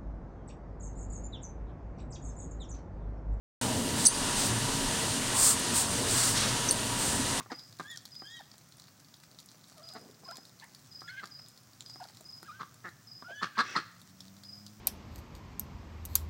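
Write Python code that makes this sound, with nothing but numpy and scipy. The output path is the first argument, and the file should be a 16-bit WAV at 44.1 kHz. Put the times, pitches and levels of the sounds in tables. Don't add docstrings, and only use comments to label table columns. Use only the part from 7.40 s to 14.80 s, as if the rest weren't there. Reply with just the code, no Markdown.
import sys
import numpy as np
from scipy import signal
from scipy.fft import rfft, irfft
from scipy.io import wavfile
from scipy.ndimage import map_coordinates

SR = 44100
rng = np.random.default_rng(int(sys.argv[2]) if len(sys.argv) > 2 else 0)


def file_out(sig):
    cols = np.atleast_2d(sig).T
    lim = np.clip(cols, -1, 1)
    pcm = np.round(lim * 32767).astype(np.int16)
    wavfile.write(sys.argv[1], SR, pcm)


N = 326340
T = np.arange(N) / SR

# f/Hz, density/dB
AIR_SPECTRUM = [(18, -79), (30, -39), (80, -11), (127, 0), (290, -10), (420, -19), (698, -16), (883, -19.5),
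                (1210, -16.5), (2800, -25), (4040, -24.5), (5680, -18), (11200, -32.5), (14600, -25.5),
                (15800, -22)]
# t/s, level/dB
TRAFFIC_SWELL = [(0, -60), (1.2, -75.5), (2.2, -87), (3.7, -68), (4.3, -66), (5.2, -65.5), (5.8, -61),
                 (6.6, -67.5), (7.4, -72)]
# t/s, level/dB
FEEDING_VIGOUR = [(0, 4.5), (.6, 6.5), (1.45, -2.5), (2, 1), (2.6, 6), (4.2, -2), (4.7, 5), (5.3, -0.5),
                  (5.7, -5), (6.5, -1), (7.4, 2.5)]
# f/Hz, bandwidth/Hz, gain/dB
BILL_MODES = [(1510, 4700, -16), (3200, 880, -3), (4300, 990, 4), (6110, 1680, -1), (7110, 500, 0.5)]
# t/s, length/s, first rate/Hz, last rate/Hz, level/dB, fade/dB, step per lead-in pulse/dB,
# step per trailing pulse/dB, bill opening (0-1), formant scale, pinch gain/dB, edge gain/dB
QUACK_TRAINS = [(.0062, 0.0036, 231, 180, -29.5, -22, -9, -30, 0.65, 0.88, -2, -11),
                (0.118, 0.013, 249, 240, -26.5, -3.5, -11, -27, 0.3, 1.02, -3, -2),
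                (0.397, 0.011, 174.3, 200, -27.5, -2, -41, -28, 0.53, 0.91, 1, -10),
                (2.5614, 0.014, 227.7, 231, -32.5, -6, -3.5, -14, 0.22, 0.99, -0.5, 3),
                (3.8348, 0.0097, 200.7, 195, -29.5, -2, -9, -19, 0.77, 0.99, 2, 1),
                (5.2088, 0.023, 132.5, 32.2, -26.5, -4.5, -6, -40, 0.87, 0.94, -5, -3.5),
                (5.4512, 0.023, 182, 172.7, -30.5, -3.5, -4.5, -0.5, 0.51, 0.997, 15, -11),
                (6.03, 0.016, 82.5, 71.6, -16, -7.5, -6.5, -5.5, 0.86, 0.98, 2, -1),
                (6.1887, 0.021, 227.2, 249.3, -14, 0, -3.5, -3.5, 0.87, 0.95, 2, 1.5),
                (6.3633, 0.043, 160.2, 62.6, -14.5, -18, -8.5, -16, 0.86, 0.993, 2, 6.5)]
# t/s, level/dB, bill opening (0-1), formant scale
GRUNT_TRAINS = [(.06, -39, 0.46, 1), (0.8205, -35, .3, 0.97), (2.833, -45.5, 0.53, 0.59),
                (2.983, -39, 0, 0.95), (3.618, -35, 0.56, 0.99), (4.558, -38.5, 0.2, 0.97),
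                (4.807, -44, 0.58, 0.52), (5.029, -38.5, 0.48, 1.1), (5.8233, -34, 0.55, 0.86)]
# f/Hz, bandwidth/Hz, gain/dB
SHUT_FORMANTS = [(285, 56, 12), (799, 106, 6.5), (1150, 47, 3.5), (1970, 360, -0.5), (4830, 1330, -6.5)]
OPEN_FORMANTS = [(195, 39, 3.5), (620, 130, -13.5), (1246, 210, 11.5), (1380, 230, 10.5), (1600, 106, 2.5),
                 (1796, 110, 2.5), (3100, 250, -11), (3600, 260, -11), (4400, 250, -7.5), (5280, 290, -13),
                 (7100, 630, -36)]
HISS_FORMANTS = [(328, 200, 4), (1320, 460, 3), (1700, 460, 8.5), (2170, 270, 8), (2660, 280, 4.5),
                 (3420, 210, 4), (3770, 170, -3.5), (4400, 280, -1), (5670, 1500, 0)]
# harmonic number, level/dB
WHISTLE_OVERTONES = [(2, 3), (3, -13), (4, -14)]
# t/s, length/s, first f/Hz, last f/Hz, level/dB
VOICE_BREAKS = [(0.097, 0.015, 1150, 748, -43), (0.554, 0.025, 1740, 1400, -56),
                (0.992, 0.02, 1045, 733, -46.5), (3.814, 0.019, 1420, 904, -55),
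                (4.638, 0.019, 1057, 683, -45.5), (5.188, 0.013, 1480, 1075, -46),
                (6.007, 0.013, 1690, 890, -40), (6.167, 0.011, 1420, 900, -32.5),
                (6.346, 0.014, 1376, 822, -36.5)]
# t/s, level/dB
CRICKET_CHIRPS = [(.116, 8.5), (.728, 9), (2.445, 7), (2.853, 8), (3.521, 7.5), (3.919, 8), (4.467, 7.5),
                  (4.859, 9), (5.683, 7.5), (7.058, 7)]
# delay/s, level/dB
WING_STROKES = [(0, -8.5), (.037, -5), (.077, -6), (.12, -17.5)]
# t/s, level/dB, ring f/Hz, treble/dB
PECK_IMPACTS = [(0.194, -41, 4300, -33), (0.326, -49.5, 4000, -20), (0.388, -47, 3900, -7),
                (0.504, -49, 4400, -20), (.514, -44.5, 4000, 6), (0.56, -47, 3400, -20),
                (0.573, -39, 5200, -16), (0.6537, -41, 4060, -6), (.753, -47.5, 4200, -27),
                (0.992, -45.5, 3720, -14), (1.115, -46.5, 4540, -22), (1.139, -54, 4400, -20),
                (1.181, -50, 7900, 3), (1.2893, -55, 6400, 7), (1.3225, -50, 3870, -10),
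                (1.342, -62, 5240, -12), (1.37, -54, 8980, 3), (1.3832, -52, 4340, -14),
                (1.3978, -46.5, 4240, -3), (1.42, -49, 5030, -14), (1.44, -51, 5700, -20),
                (1.4708, -55, 4680, -14), (1.482, -54, 4400, -5), (1.597, -64, 4020, -14),
                (1.6463, -53.5, 4400, -14), (1.685, -53, 4300, -15), (1.7405, -49.5, 4500, -28),
                (1.801, -52, 5970, -4), (1.836, -50.5, 4800, -10), (1.9138, -52, 4530, -6),
                (1.947, -53, 4390, -14), (1.988, -43, 3800, -29), (1.993, -47, 4760, -14),
                (2.001, -47.5, 7040, -1), (2.06, -48, 8000, 20), (2.088, -49, 4230, -20),
                (2.242, -50.5, 4030, -25), (2.2999, -58, 4680, -5), (2.326, -52, 4300, -2),
                (2.38, -48, 4700, -9), (2.4886, -40, 4530, -18), (2.537, -46.5, 5000, 5),
                (2.9111, -44.5, 5600, -10), (2.957, -45, 4200, -19), (2.9696, -40, 5130, -5),
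                (3.0528, -47, 4760, -6), (3.1991, -46, 4000, -18), (3.242, -49, 4500, 3),
                (3.3481, -43.5, 4630, -4), (3.607, -47, 4830, -22), (3.841, -49, 4200, -21),
                (3.856, -42, 4700, -9), (3.873, -45.5, 4800, -9), (4.061, -52, 4200, -22),
                (4.085, -46, 4700, 10), (4.1758, -47.5, 4850, -16), (4.333, -51, 4800, -7),
                (4.398, -59, 3900, -20), (4.4068, -37, 7100, -33), (4.423, -49, 4960, -27),
                (4.4618, -42.5, 4900, -30), (4.498, -44.5, 4500, -27), (4.5586, -53, 5050, -12),
                (4.64, -42, 4130, -6), (4.686, -48, 5950, -19), (4.747, -55, 3600, -18),
                (4.771, -44, 5100, -14), (4.8094, -46.5, 5770, 4), (5.029, -47, 4800, 2),
                (5.343, -48, 5600, 2), (5.4903, -48.5, 4100, -6), (6.616, -48.5, 5700, -7),
                (6.8056, -41.5, 4900, -10), (6.881, -52, 4900, -18), (6.967, -50, 4600, -18),
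                (7.035, -48, 4240, -20), (7.2649, -42.5, 4120, -15)]
# t/s, length/s, first f/Hz, crest f/Hz, place of crest (0-1), level/dB, overtones/dB,
# breath/dB. The two sides of the syrinx may sound at once.
SQUEAL_NOTES = [(0.434, 0.13, 1600, 1890, 0.7, -48.5, -12, -33),
                (0.468, 0.094, 1657, 1725, 0.25, -63, 14, -20),
                (0.831, 0.19, 1520, 1900, 0.66, -53.5, -2, -37),
                (0.85, .138, 1575, 1648, 0.58, -70.5, 21.5, -20),
                (2.337, 0.029, 755, 930, 0.7, -65, -14, -21), (2.423, 0.096, 650, 678, 0.58, -61, -2, -10),
                (2.533, 0.057, 727, 735, 0.34, -51, -8, -22),
                (2.855, 0.033, 990, 1136, .7, -54.5, -24, -20),
                (2.921, 0.041, 990, 1067, 0.6, -53.5, -17, -16),
                (3.639, 0.18, 1330, 1600, 0.84, -47, -14, -21),
                (3.689, 0.022, 2020, 2207, 0.7, -48.5, -4, -22),
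                (3.761, 0.042, 2086, 2170, 0.62, -48, -13, -6.5),
                (5.042, 0.037, 1296, 1680, .8, -57, -20, -11),
                (5.111, 0.11, 1353, 1616, 0.64, -51, -22, -19),
                (5.845, 0.23, 1334, 1740, 0.73, -44, -12.5, -30),
                (5.946, 0.067, 1500, 1510, 1, -62, 12.5, -15),
                (6.152, 0.026, 1540, 1570, 0.7, -48, -13, -12),
                (6.233, 0.089, 3330, 3370, 0.9, -61, -30, -16),
                (6.255, 0.081, 2490, 2590, 0.7, -55.5, -30, -22)]
# t/s, level/dB, ring f/Hz
BILL_CLAPS = [(1.141, -47.5, 697), (1.211, -52, 716), (1.482, -48.5, 1260), (1.834, -50, 1860),
              (2.144, -52, 501), (2.319, -48, 765), (2.499, -47, 680), (3.994, -45.5, 870),
              (4.698, -46, 770)]
# middle t/s, length/s, level/dB
FEATHER_BRUSHES = [(1.926, 0.082, -66), (2.655, 0.09, -56), (2.77, 0.55, -67.5), (3.07, .12, -87)]
# t/s, length/s, rim f/Hz, bottom f/Hz, level/dB, overtones/dB, breath/dB,
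# roughness (0-1)
YELP_NOTES = [(2.363, 0.066, 728, 615, -54, -5.5, -24, 0.07), (2.876, 0.049, 910, 670, -47, -5, -19, 0),
              (3.21, 0.044, 1197, 903, -53.5, 2, -9, 0.56), (3.676, 0.02, 2220, 1667, -37.5, -7, -31, 0),
              (4.6, 0.037, 1120, 744, -39.5, -13, -25, 0), (5.079, 0.042, 1425, 1210, -41.5, -7, -32, 0.07),
              (5.882, 0.054, 767, 667, -45.5, -19, -14, 0.77)]


def undb(db):
    return 10 ** (np.asarray(db) / 20)


def unit(x):
    return x / (np.std(x) + 1e-12)


def level_at(rows, t=T):
    return np.interp(t, *np.transpose(rows))


def progress(length):
    return np.linspace(0, 1, int(length * SR))


def walk(rate, size=N):
    knots = rng.standard_normal(4096)
    return map_coordinates(knots, [np.arange(size) * rate / SR], order=1, mode="mirror")


def phase_of(hz):
    return 2 * np.pi * np.cumsum(hz) / SR


def add(out, s, x):
    i = int(round(s * SR))
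    a, b = max(i, 0), min(i + len(x), N)
    if b > a:
        out[a:b] += x[a - i:b - i]


def band(x, low_hz, high_hz):
    edges_hz = [low_hz, min(high_hz, SR / 2 - 1000)]
    return signal.sosfilt(signal.butter(2, edges_hz, "band", fs=SR, output="sos"), x)


def ring(x, modes, scale=1):
    out = 0
    for k, (hz, width, db) in enumerate(modes):
        b, a = signal.iirpeak(min(hz * scale, SR / 2 - 1000), hz / width, fs=SR)
        out = out + (-1) ** k * undb(db) * signal.lfilter(b, a, x)
    return out


def emphasis(x, hz, width_hz, db):
    return x + (undb(db) - 1) * ring(x, [(hz, width_hz, 0)])


def throat_dip(x, hz=2660, width_hz=1900):
    return signal.lfilter(*signal.iirnotch(hz, hz / width_hz, fs=SR), x)


def echoes(x, t60_s, onset_s, low_hz, high_hz):
    t = T[:SR]
    envelope = undb(-60 * t / t60_s) * (1 - np.exp(-(t / onset_s) ** 2))
    tail = band(rng.standard_normal(SR), low_hz, high_hz) * envelope
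    return signal.fftconvolve(x, tail / np.linalg.norm(tail))[:N]


def open_air(level_db=-59.5):
    hz, db = np.transpose(AIR_SPECTRUM)
    bin_hz = np.arange(N // 2 + 1) * SR / N
    colour = undb(np.interp(np.log(bin_hz + 1), np.log(hz), db))
    air = unit(irfft(rfft(rng.standard_normal(N)) * colour, N))
    return air * undb(level_db + .5 * walk(2.28))


def traffic():
    return unit(band(rng.standard_normal(N), 106, 121.6)) * undb(level_at(TRAFFIC_SWELL) - 2)


def nibbling(count=420, spread_db=3.5, base_db=-57.5, decay_s=.0006):
    out, t = np.zeros(N), T[:SR // 80]
    for when, size, pitch, weight in rng.random((count, 4)):
        s = when * N / SR
        contact = rng.standard_normal(len(t)) * np.exp(-t / decay_s)
        modes = ring(contact, BILL_MODES) + ring(contact, [(3300 * 3 ** pitch, 900, 2)])
        crack = undb(-10) * pitch * band(contact, 2400, 10700)
        knock = 2 * weight ** 2 * ring(contact, [(1110, 5900, -9)])
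        tick = modes + crack + knock
        db = base_db + level_at(FEEDING_VIGOUR, s) + spread_db * min(-np.log(1 - size), 2)
        add(out, s, undb(db) * tick / np.abs(tick).max())
    return out


def grit(base_db=-73.5, grains_per_s=450, spread_db=4, flurry_db=3):
    grains = (rng.random(N) < grains_per_s / SR) * rng.standard_normal(N)
    grains *= undb(spread_db * np.minimum(rng.exponential(size=N), 3))
    crackle = unit(band(grains, 3900, 8500)) + undb(-9) * unit(band(grains, 880, 1950))
    return crackle * undb(base_db + level_at(FEEDING_VIGOUR) + flurry_db * walk(35))


def pulse_train(length, first_hz, last_hz, fade_db, lead_db, trail_db, jitter, lead_s=.0046):
    pulses, at = [(-2 * lead_s, 2 * lead_db), (-lead_s, lead_db)], 0
    while at < length and len(pulses) < len(jitter):
        pulses.append((at, fade_db * at / length))
        period_s = np.interp(at, [0, length], [1 / first_hz, 1 / last_hz])
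        at += (1 + jitter[len(pulses) - 1]) * period_s
    return pulses + [(at, fade_db + trail_db), (at + 1 / last_hz, fade_db + 2 * trail_db)]


def syrinx_slaps(count, db, opening, puff_s=.008):
    t = T[:SR // 30]
    puffs = rng.standard_normal((count, len(t))) * np.exp(-t / puff_s) * undb(.75 * (db + 1.5))
    rasp = (.25 + .037 * opening) * band(puffs, 1840, 24000)
    hoarseness = .04 * opening * band(puffs, 1150, 2800)
    impulse = t == 0
    corner_hz = np.clip(2600 * 2 ** ((db + 37.5) / 10), 1900, 9000)
    return band(throat_dip(rasp + hoarseness - impulse), 130, corner_hz)


def quacks(max_pulses=14, jitter=.025, shimmer_db=1, formant_spread=.018, formant_glide=.013):
    out = np.zeros(N)
    grunts = [(s, .0085, 193, 193, db, -14.5, -51, -51, opening, scale, 0, 0)
              for s, db, opening, scale in GRUNT_TRAINS]
    for call in list(QUACK_TRAINS) + grunts:
        s, length, first_hz, last_hz, db, *envelope_db, opening, scale, pinch_db, edge_db = call
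        timing, swells, shifts = rng.standard_normal((max_pulses, 3)).T
        pulses = pulse_train(length, first_hz, last_hz, *envelope_db, jitter * timing)
        slaps = syrinx_slaps(max_pulses, db, opening)
        for (at, pulse_db), swell, shift, slap in zip(pulses, swells, shifts, slaps):
            glide = formant_glide * (np.clip(at / length, 0, 1) - .5)
            tuning = scale * (1 + formant_spread * shift + glide)
            voice = (1 - opening) * ring(slap, SHUT_FORMANTS, tuning)
            voice += opening * ring(slap, OPEN_FORMANTS, tuning)
            voice = emphasis(voice, 1790, 300, pinch_db)
            voice = emphasis(voice, 4380, 900, edge_db)
            voice *= np.sqrt(.00054 * SR) / np.linalg.norm(voice)
            add(out, s + at, undb(db + pulse_db + shimmer_db * swell) * voice)
    return out


def hiss(lag_s=.0043, rise_db_per_s=1405, fall_db_per_s=515, flap_hz=65, wheeze_at_s=6.315):
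    wheeze = undb(-46) * np.exp(-(2 * (T - wheeze_at_s) / .17) ** 2)
    flow, loudest_db = wheeze, max(row[4] for row in QUACK_TRAINS)
    for s, _, _, _, db, *_ in QUACK_TRAINS:
        t = T - s - lag_s
        shape_db = np.maximum(np.minimum(rise_db_per_s * t, -fall_db_per_s * t), -120)
        flow = np.maximum(flow, undb(-34.5 + 1.28 * (db - loudest_db) + shape_db))
    flap = np.sin(phase_of(flap_hz * (1 + .076 * walk(40))))
    warble = np.sin(phase_of(5600 + 240 * (flap + .5 * walk(640))))
    air = unit(band(ring(rng.standard_normal(N), HISS_FORMANTS), 140, 5500))
    return (air * flow + undb(-5.5) * warble * wheeze) * (1 + .3 * flap)


def whistle(hz, db, overtone_db, breath_db, edge_s=.00029):
    n = len(hz)
    t = T[:n]
    waver_hz = 10 * 1600 / hz * walk(887, n)
    wander_hz = 22 * hz / 1600 * walk(52.1, n)
    phase = phase_of(hz + waver_hz + wander_hz)
    overtones = sum(undb(level + 4 * walk(111, n)) * np.sin(k * phase) for k, level in WHISTLE_OVERTONES)
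    breath = undb(breath_db) * unit(band(rng.standard_normal(SR // 2), 1800, 3600))[:n]
    tone = np.sin(phase) + throat_dip(undb(overtone_db) * overtones) + breath
    edges = np.clip(np.minimum(t, t[-1] - t) / edge_s, 0, 1)
    envelope = undb(db + 2.2 * walk(49.3, n)) * edges
    flutter = 1 + .2 * walk(232, n)
    return tone * envelope * flutter


def voice_breaks(onset_db=-17):
    out = np.zeros(N)
    for s, length, first_hz, last_hz, db in VOICE_BREAKS:
        u = progress(length)
        hz = first_hz * (last_hz / first_hz) ** u
        add(out, s, whistle(hz, db + onset_db * (1 - u) ** 2, overtone_db=-7.5, breath_db=-22))
    return out


def cricket(stroke_s=.025, base_db=-47, top_hz=5140, sag_hz=310, rise_hz_per_s=600, wall_s=.019):
    out, t = np.zeros(N), np.arange(0, stroke_s, 1 / SR)
    n = len(t)
    for s, db in CRICKET_CHIRPS:
        chance = rng.standard_normal((len(WING_STROKES), 2))
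        for (delay, stroke_db), (late, effort) in zip(WING_STROKES, chance):
            hz = top_hz + rise_hz_per_s * delay - sag_hz * t / stroke_s + 50 * walk(110, n)
            phase = phase_of(hz) + .2 * walk(740, n)
            stroke = np.sin(np.pi * t / stroke_s) * np.sin(phase) * (1 + .2 * walk(793, n))
            stroke *= undb(base_db + db + stroke_db + .8 * effort + 1.8 * walk(164, n))
            start = s + delay + .001 * late - stroke_s / 2
            add(out, start, stroke)
            add(out, start + wall_s, undb(-9.5) * stroke)
    return out + undb(-4.2) * echoes(out, t60_s=.55, onset_s=.009, low_hz=1000, high_hz=14000)


def pecks(decay_s=.0009, bounce_s=.0025, scrape_s=.018, gain_db=7):
    out, t = np.zeros(N), T[:SR // 20]
    for s, db, hz, treble_db in PECK_IMPACTS:
        delay, squareness = rng.random(2)
        since_bounce = t - bounce_s * (.5 + 2 * delay)
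        bounce = undb(-9) * (since_bounce > 0) * np.exp(-np.abs(since_bounce) / decay_s)
        scrape = undb(-26) * np.exp(-t / scrape_s)
        contact = (np.exp(-t / decay_s) + bounce + scrape) * rng.standard_normal(len(t))
        modes = ring(contact, BILL_MODES) + ring(contact, [(hz, 600, 0)])
        crack = undb(treble_db - 3) * band(contact, 5600, 11800)
        knock = 2 * squareness * ring(contact, [(1150, 2100, -13)])
        tick = modes + crack + knock
        add(out, s, undb(db + gain_db) * tick / np.abs(tick).max())
    return out


def squeals(sag=.092, onset_db=-6.5, end_db=-1.5, swell_share=.3):
    out = np.zeros(N)
    for s, length, first_hz, crest_hz, crest, db, overtone_db, breath_db in SQUEAL_NOTES:
        u, crest = progress(length), np.clip(crest, .1, .95)
        before = np.maximum(1 - u / crest, 0)
        after = np.maximum((u - crest) / (1 - crest), 0)
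        hz = (crest_hz + (first_hz - crest_hz) * before ** 1.5) * (1 - sag * after ** 2)
        shape_db = onset_db * np.maximum(1 - u / swell_share, 0) + end_db * after
        add(out, s, whistle(hz, db + shape_db, overtone_db, breath_db))
    return out


def bill_claps(decay_s=.0048, width_hz=450, edge_db=-14):
    out, t = np.zeros(N), T[:SR // 30]
    for s, db, hz in BILL_CLAPS:
        contact = rng.standard_normal(len(t)) * np.exp(-t / decay_s)
        knock = ring(contact, [(hz, width_hz, 0)]) + undb(edge_db) * ring(contact, BILL_MODES)
        add(out, s, undb(db) * knock / np.abs(knock).max())
    return out


def jostling():
    swell = sum(undb(db) * np.exp(-(2 * (T - s) / length) ** 2) for s, length, db in FEATHER_BRUSHES)
    return swell * unit(band(rng.standard_normal(N), 190, 510)) * undb(1.1 * walk(76))


def yelps(rim_db=-10, growl_hz=130):
    out = np.zeros(N)
    for s, length, rim_hz, bottom_hz, db, overtone_db, breath_db, roughness in YELP_NOTES:
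        rim = np.abs(2 * progress(length) - 1)
        hz = bottom_hz + (rim_hz - bottom_hz) * rim ** 2.89
        hz += roughness * growl_hz * np.clip(walk(710, len(rim)), -2, 2)
        add(out, s, whistle(hz, db + rim_db * rim ** 2, overtone_db, breath_db))
    return out


def engine(start_s=6.35, firing_hz=85.3, climb_hz_per_s=19, fade_in_s=.52, swell_db_per_s=11.5):
    t = np.maximum(T - start_s, 0)
    phase = phase_of((firing_hz + climb_hz_per_s * t) * (1 + .006 * walk(25)))
    fundamental = undb(-72 + swell_db_per_s * t) * np.sin(phase)
    upper = np.sin(2 * phase) + undb(-14) * np.sin(3 * phase) + undb(-19) * np.sin(7 * phase)
    drone = fundamental + undb(-59) * upper
    return np.sqrt(2) * drone * undb(walk(24)) * np.minimum(t / fade_in_s, 1)


def scene():
    voices = quacks() + squeals() + yelps() + voice_breaks() + hiss()
    feeding = pecks() + bill_claps() + nibbling() + grit() + jostling()
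    near_echo = undb(-15) * echoes(voices, t60_s=.2, onset_s=.004, low_hz=170, high_hz=8000)
    yard_echo = undb(-24) * echoes(voices, t60_s=.6, onset_s=.052, low_hz=1400, high_hz=4500)
    feeding_echo = undb(-14) * echoes(feeding, t60_s=.067, onset_s=.01, low_hz=1570, high_hz=9200)
    ducks = voices + feeding + near_echo + yard_echo + feeding_echo
    return (ducks + cricket() + engine() + open_air() + traffic())[None]


def record(dry):
    return signal.sosfilt(signal.ellip(10, .2, 70, 15850, fs=SR, output="sos"), dry)


dry = scene()
out = record(dry)
file_out(out)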